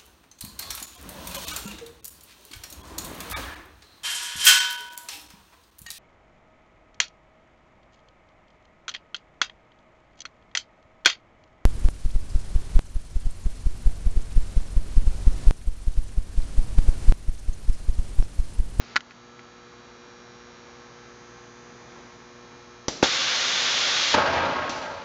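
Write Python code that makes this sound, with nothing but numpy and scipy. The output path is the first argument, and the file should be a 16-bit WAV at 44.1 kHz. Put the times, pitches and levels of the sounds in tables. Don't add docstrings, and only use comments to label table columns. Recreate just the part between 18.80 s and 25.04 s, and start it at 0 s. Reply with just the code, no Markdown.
import sys
import numpy as np
from scipy import signal
from scipy.fft import rfft, irfft
from scipy.io import wavfile
from scipy.ndimage import uniform_filter1d

SR = 44100
rng = np.random.default_rng(int(sys.argv[2]) if len(sys.argv) > 2 else 0)


def dump(signal):
    limited = np.clip(np.atleast_2d(signal).T, -1, 1)
    pcm = np.round(limited * 32767).astype(np.int16)
    wavfile.write(sys.argv[1], SR, pcm)


N = 275184
T = np.arange(N) / SR

# (frequency [Hz], level [dB])
JET_SPECTRUM = [(24, -68.5), (40, -41), (80, -23), (192, -16.5), (353, -15.5), (571, -9.5), (1030, -10),
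                (1170, -4), (1280, -7.5), (1550, -5), (2570, -5.5), (3480, -2.5), (6270, -8), (7300, -14.5),
                (9000, -12)]
# (frequency [Hz], width [Hz], gain re hiss [dB])
PORT_RESONANCES = [(1399, 15, -2.5), (2090, 15, -1.5), (2423, 13, 1), (2808, 13, 1), (3238, 15, 1.5),
                   (3305, 13, -1), (3538, 30, 1.5), (3745, 15, 0), (3898, 18, -4), (4185, 100, -10)]
JET_OPEN_S, JET_SHUT_S = 4.228, 5.345
JET_DB, JET_RISE_DB_PER_S, OVERSHOOT_DB, OVERSHOOT_T60_S = -22.5, 1.4, 18, 0.08

# (frequency [Hz], level [dB])
ROAR_SPECTRUM = [(30, -46), (75, -11), (200, -8.5), (420, -8), (560, -3.5), (750, -2.5), (880, -1.5),
                 (1150, -4.5), (1620, -5), (1850, -9), (2600, -12), (4000, -18), (7000, -47)]
SPRAY_SPECTRUM = [(1200, -5.5), (2500, -0.5), (3200, -5), (4700, -3), (6000, -8.5), (7200, -16.5)]
# (frequency [Hz], width [Hz], gain re roar [dB])
TUBE_RESONANCES = [(87.5, 8, 7), (265.5, 5, 9), (364, 7, -1), (481, 7, .5), (535, 6, -.5), (562.5, 6, 7),
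                   (603, 6, 0), (659.5, 6, 6), (866, 9, 3), (936.5, 6, 4.5), (1090.5, 7, 4), (1272.5, 6, 7),
                   (1383, 9, -.5), (1594, 9, 2), (1626, 9, -.5)]
# (time [s], roar lift [dB], spray lift [dB])
EXHAUST_SURGES = [(5.339, 9.5, 7), (5.455, 3.5, 5), (5.525, 3, 5.5), (5.893, -5, 16)]
EXHAUST_OPEN_S, SURGE_RISE_S, SURGE_T60_S = 5.341, 0.005, 0.24
ROAR_DB, ROAR_HOLD_S, ROAR_SINK_DB_PER_S = -25, 0.26, 27.5
SPRAY_DB, SPRAY_SINK_DB_PER_S = -32.5, 20
FLUTTER_RMS_DB, FLUTTER_PER_S = 1.36, 70
RING_DB, RING_RISE_DB_PER_S = -0.5, 6

# (time [s], peak [dB], contact pitch [Hz], rebound re contact [dB])
LATCH_CONTACTS = [(.1498, -30, 1600, -19), (.1594, -8, 1470, -5), (.1641, -0.5, 2030, -9.5),
                  (.1728, -16, 1530, -2), (.1980, -40, 1700, -14), (.2067, -26, 3000, -22),
                  (.3090, -31, 2450, -8), (.3195, -37, 1900, -8), (.5930, -31, 2220, -12)]
# (frequency [Hz], t60 [s], level [dB])
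LATCH_RINGING = [(865, .02, -13), (1465, .025, 0), (1712, .02, -5), (2035, .017, 2), (2350, .01, -5),
                 (3010, .011, -4), (4050, .011, -4), (5150, .012, -8)]
# (time [s], peak [dB], push centre [Hz], rebound re blow [dB])
KNOCK_CONTACTS = [(.1598, -26.5, 364, -5.5), (4.0838, -14, 490, -7), (4.2272, -7, 1700, -15),
                  (4.2299, 1, 563, -12), (4.2432, -12.5, 900, 0.5), (4.2585, -12, 1200, -8),
                  (4.8215, -10, 2500, -21), (5.3415, -4, 1200, -10), (5.3480, -4, 1200, -14),
                  (5.3820, -8.5, 700, -5), (5.4150, -27, 1200, -16), (5.8960, -24, 5000, -2)]
# (frequency [Hz], t60 [s], level [dB])
BODY_RINGING = [(181, 0.076, -14.5), (307, 0.035, -17), (535, 0.0083, 9), (950, 0.032, -2),
                (1544, 0.055, -4), (2750, 0.0091, 3)]
REBOUND_S, CLICK_LEAD_S = 0.0036, 0.0007

# (time [s], spit level [dB], dying leak level [dB])
VALVE_SPITS = [(4.0825, -19.5, -32), (5.8950, -28, -36.5)]
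# (frequency [Hz], level [dB])
SPIT_SPECTRUM = [(80, -2), (300, 9.5), (600, 3.5), (1100, -3), (2600, -4.5), (4100, 0.5), (5300, 0.5),
                 (6000, -1), (6900, -6.5), (8000, -8)]
# (frequency [Hz], width [Hz], gain re spit noise [dB])
VALVE_RESONANCES = [(4200, 63, -9), (4770, 70, -1.5), (5846, 50, 6), (6080, 68, -2), (7400, 60, 10)]

# (multiple of the mains [1], level before sway and shading [dB])
HUM_PARTIALS = [(1, -67), (2, -61.5), (4, -57), (6, -56.5), (8, -55.5), (14, -66.5), (18, -63.5),
                (20, -67.5), (22, -59.5), (24, -68), (26, -66.5), (28, -65.5), (30, -67.5), (36, -69),
                (40, -67.5), (66, -73), (68, -75), (90, -74.5), (94, -71), (98, -73), (106, -70.5)]
# (frequency [Hz], level [dB])
BUZZ_SPECTRUM = [(450, -12.5), (700, -12), (1500, -1), (2600, -3), (3400, -1), (4300, 0.5), (5000, -2.5),
                 (5700, -1), (6700, 2), (7300, -17.5)]
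AIR_SPECTRUM = [(25, -8.5), (60, -1.5), (90, -2), (120, 3), (170, 1.5), (238, 2), (300, -1), (600, -1.5),
                (1150, -0.5), (1500, -5), (2100, -6), (2700, -12), (4500, -14.5), (7200, -22)]
MAINS_HZ = 60
SHADE_DB, CLEAR_S, CLEAR_RAMP_S = -6.5, 0.34, 0.1
GUST_S, GUST_WIDTH_S, GUST_DB = 3.17, 0.12, 2
DIP_S, DIP_DB, DIP_T60_S = 0.19, -3, 0.49
SWELL_S, SWELL_DB_PER_S = 2.7, 0.87

# (frequency [Hz], gain [dB])
MIC_RESPONSE = [(7100, -0.5), (7500, -11.5), (7950, -24.5), (8700, -28), (9400, -68)]
TOP_HZ = 15800


def undb(db):
    return 10 ** (np.asarray(db) / 20)


def unit(x):
    return x / np.sqrt(np.mean(x ** 2))


def gain_at(hz, points):
    point_hz, point_db = np.transpose(points)
    return undb(np.interp(np.log(np.maximum(hz, 1)), np.log(point_hz), point_db))


def noise(points):
    white = rfft(rng.standard_normal(N))
    return unit(irfft(white * gain_at(np.fft.rfftfreq(N, 1 / SR), points), N))


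def walk(rate_hz):
    step = int(SR / rate_hz)
    held = np.repeat(rng.standard_normal(N // step + 1), step)
    return unit(uniform_filter1d(held, step)[:N])


def fade(t, t60_s):
    return (t >= 0) * np.exp(-np.log(1000) * np.maximum(t, 0) / t60_s)


def opening(start_s, ramp_s):
    return np.clip((T - start_s) / ramp_s, 0, 1)


def highpass(x, hz, order):
    return signal.sosfilt(signal.butter(order, hz, "high", fs=SR, output="sos"), x)


def resonate(x, peaks):
    out = x
    for hz, width_hz, db in peaks:
        b, a = signal.iirpeak(hz, hz / width_hz, SR)
        out = out + undb(db) * signal.lfilter(b, a, x)
    return out


def room(x, t60_s, wet_db):
    t = T[:SR // 2]
    tail = rng.standard_normal(len(t)) * fade(t - .002, t60_s)
    wet = signal.fftconvolve(x, tail / np.linalg.norm(tail))[:N]
    return (x + undb(wet_db) * wet) / np.hypot(1, undb(wet_db))


def exhaust():
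    age_s = np.maximum(T - EXHAUST_OPEN_S, 0)
    roar_db = ROAR_DB - ROAR_SINK_DB_PER_S * np.maximum(age_s - ROAR_HOLD_S, 0)
    spray_db = SPRAY_DB - SPRAY_SINK_DB_PER_S * age_s
    for surge_s, roar_lift_db, spray_lift_db in EXHAUST_SURGES:
        surge = opening(surge_s, SURGE_RISE_S) * fade(T - surge_s, SURGE_T60_S)
        roar_db = roar_db + roar_lift_db * surge
        spray_db = spray_db + spray_lift_db * surge
    flow = opening(EXHAUST_OPEN_S, .0015) * undb(FLUTTER_RMS_DB * walk(FLUTTER_PER_S))
    rush = noise(ROAR_SPECTRUM) * flow * undb(roar_db)
    ringing = resonate(rush, TUBE_RESONANCES) - rush
    roar = rush + ringing * undb(RING_DB + RING_RISE_DB_PER_S * age_s)
    spray = noise(SPRAY_SPECTRUM) * flow * undb(spray_db)
    return room(roar + spray, t60_s=0.51, wet_db=-13.5)


def jet():
    age_s = T - JET_OPEN_S
    overshoot_db = OVERSHOOT_DB * fade(age_s, OVERSHOOT_T60_S)
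    flutter_db = .3 * walk(40)
    flow = undb(JET_DB + JET_RISE_DB_PER_S * age_s + overshoot_db + flutter_db)
    gate = opening(JET_OPEN_S, 0.011) * (1 - opening(JET_SHUT_S, 0.016))
    hiss = unit(resonate(noise(JET_SPECTRUM), PORT_RESONANCES))
    return room(hiss * flow * gate, t60_s=0.26, wet_db=-13)


def contacts(table, click_hz, click_db, click_db_per_db):
    rows = []
    for contact_s, contact_db, hz, rebound_db in table:
        for when_s, db in [(contact_s, contact_db), (contact_s + REBOUND_S, contact_db + rebound_db)]:
            rows.append((when_s, db, hz))
            rows.append((when_s - CLICK_LEAD_S, click_db + click_db_per_db * db, click_hz))
    return rows


def strikes(rows, modes, push_db, ping_db, rattle_db, rattle_t60_s):
    out, t = np.zeros(N), T[:SR // 8]
    lead = 256
    ring = sum(undb(db) * fade(t, t60_s) * np.sin(2 * np.pi * hz * t) for hz, t60_s, db in modes)
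    for strike_s, peak_db, hz in rows:
        u = 2 * np.pi * hz * (t - t[lead])
        push = u / (1 + u ** 2) ** 2
        ping = np.sin(2 * np.pi * hz * t) * fade(t, 14 / hz)
        rattle = rng.standard_normal(len(t)) * fade(t, rattle_t60_s)
        hit = undb(push_db) * push / push.max()
        for part_db, part in [(0, ring), (ping_db, ping), (rattle_db, rattle)]:
            answer = signal.fftconvolve(push, part)[:len(t)]
            hit = hit + undb(part_db) * answer / abs(answer).max()
        start = int(strike_s * SR) - lead
        out[start:start + len(t)] += undb(peak_db) * hit / abs(hit).max()
    return out


def knocks():
    rows = contacts(KNOCK_CONTACTS, click_hz=2930, click_db=-16.5, click_db_per_db=4.0)
    struck = strikes(rows, BODY_RINGING, push_db=7.5, ping_db=-9.5, rattle_db=0, rattle_t60_s=0.018)
    return room(struck, t60_s=0.47, wet_db=-17.5)


def latch():
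    rows = contacts(LATCH_CONTACTS, click_hz=4200, click_db=-6.0, click_db_per_db=1.6)
    struck = strikes(rows, LATCH_RINGING, push_db=-14, ping_db=-1, rattle_db=-6.5, rattle_t60_s=0.028)
    return highpass(struck, 1030, order=3)


def spits():
    flow = np.zeros(N)
    for spit_s, spit_db, leak_db in VALVE_SPITS:
        flow += undb(spit_db) * fade(T - spit_s, 0.039)
        flow += undb(leak_db) * fade(T - spit_s, 0.89)
    hiss = unit(resonate(noise(SPIT_SPECTRUM), VALVE_RESONANCES))
    return room(hiss * flow, t60_s=.12, wet_db=-11.5)


def hum():
    tones = np.zeros(N)
    shade_db = SHADE_DB * (1 - opening(CLEAR_S, CLEAR_RAMP_S))
    for multiple, db in HUM_PARTIALS:
        sway_db = .25 * np.sqrt(multiple) * walk(1.1) + shade_db * (multiple > 4)
        tone = np.sin(2 * np.pi * (multiple * MAINS_HZ * T + rng.random()))
        tones += undb(db + sway_db) * np.sqrt(2) * tone
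    return tones


def buzz():
    cycle = SR // MAINS_HZ
    k = np.arange(cycle // 2 + 1)
    strength = gain_at(k * MAINS_HZ, BUZZ_SPECTRUM) * undb(-4 * (k % 2)) * (k > 0)
    paths = []
    for phase in rng.random(size=(6, len(k))):
        one_cycle = irfft(strength * np.exp(2j * np.pi * phase), cycle)
        paths.append(np.resize(one_cycle, N))
    shares = np.array([walk(0.88) for _ in paths])
    mixed = np.sum(shares * paths, axis=0) / np.linalg.norm(shares, axis=0)
    return undb(-56.0) * unit(mixed)


def air():
    gust_db = GUST_DB * np.exp(-((T - GUST_S) / GUST_WIDTH_S) ** 2)
    return noise(AIR_SPECTRUM) * undb(-50.0 + gust_db + .5 * walk(6.8))


def shop():
    leak = noise(SPRAY_SPECTRUM) * undb(-51.0) * (1 - opening(0.14, .01))
    after_db = DIP_DB * fade(T - DIP_S, DIP_T60_S) - SWELL_DB_PER_S * abs(T - SWELL_S)
    level = undb(after_db * opening(DIP_S, .01))
    return (hum() + buzz() + air()) * level + leak


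def scene():
    return (exhaust() + jet() + knocks() + latch() + spits() + shop())[None]


def record(dry):
    spectrum = rfft(highpass(dry, 32, order=2), 2 * N)
    response = gain_at(np.fft.rfftfreq(2 * N, 1 / SR), MIC_RESPONSE)
    heard = irfft(spectrum * response)[:, :N]
    rounded = heard / (1 + (heard / .73) ** 16) ** (1 / 16)
    return signal.sosfilt(signal.ellip(7, .3, 60, TOP_HZ, fs=SR, output="sos"), rounded)


dry = scene()
out = record(dry)
dump(out)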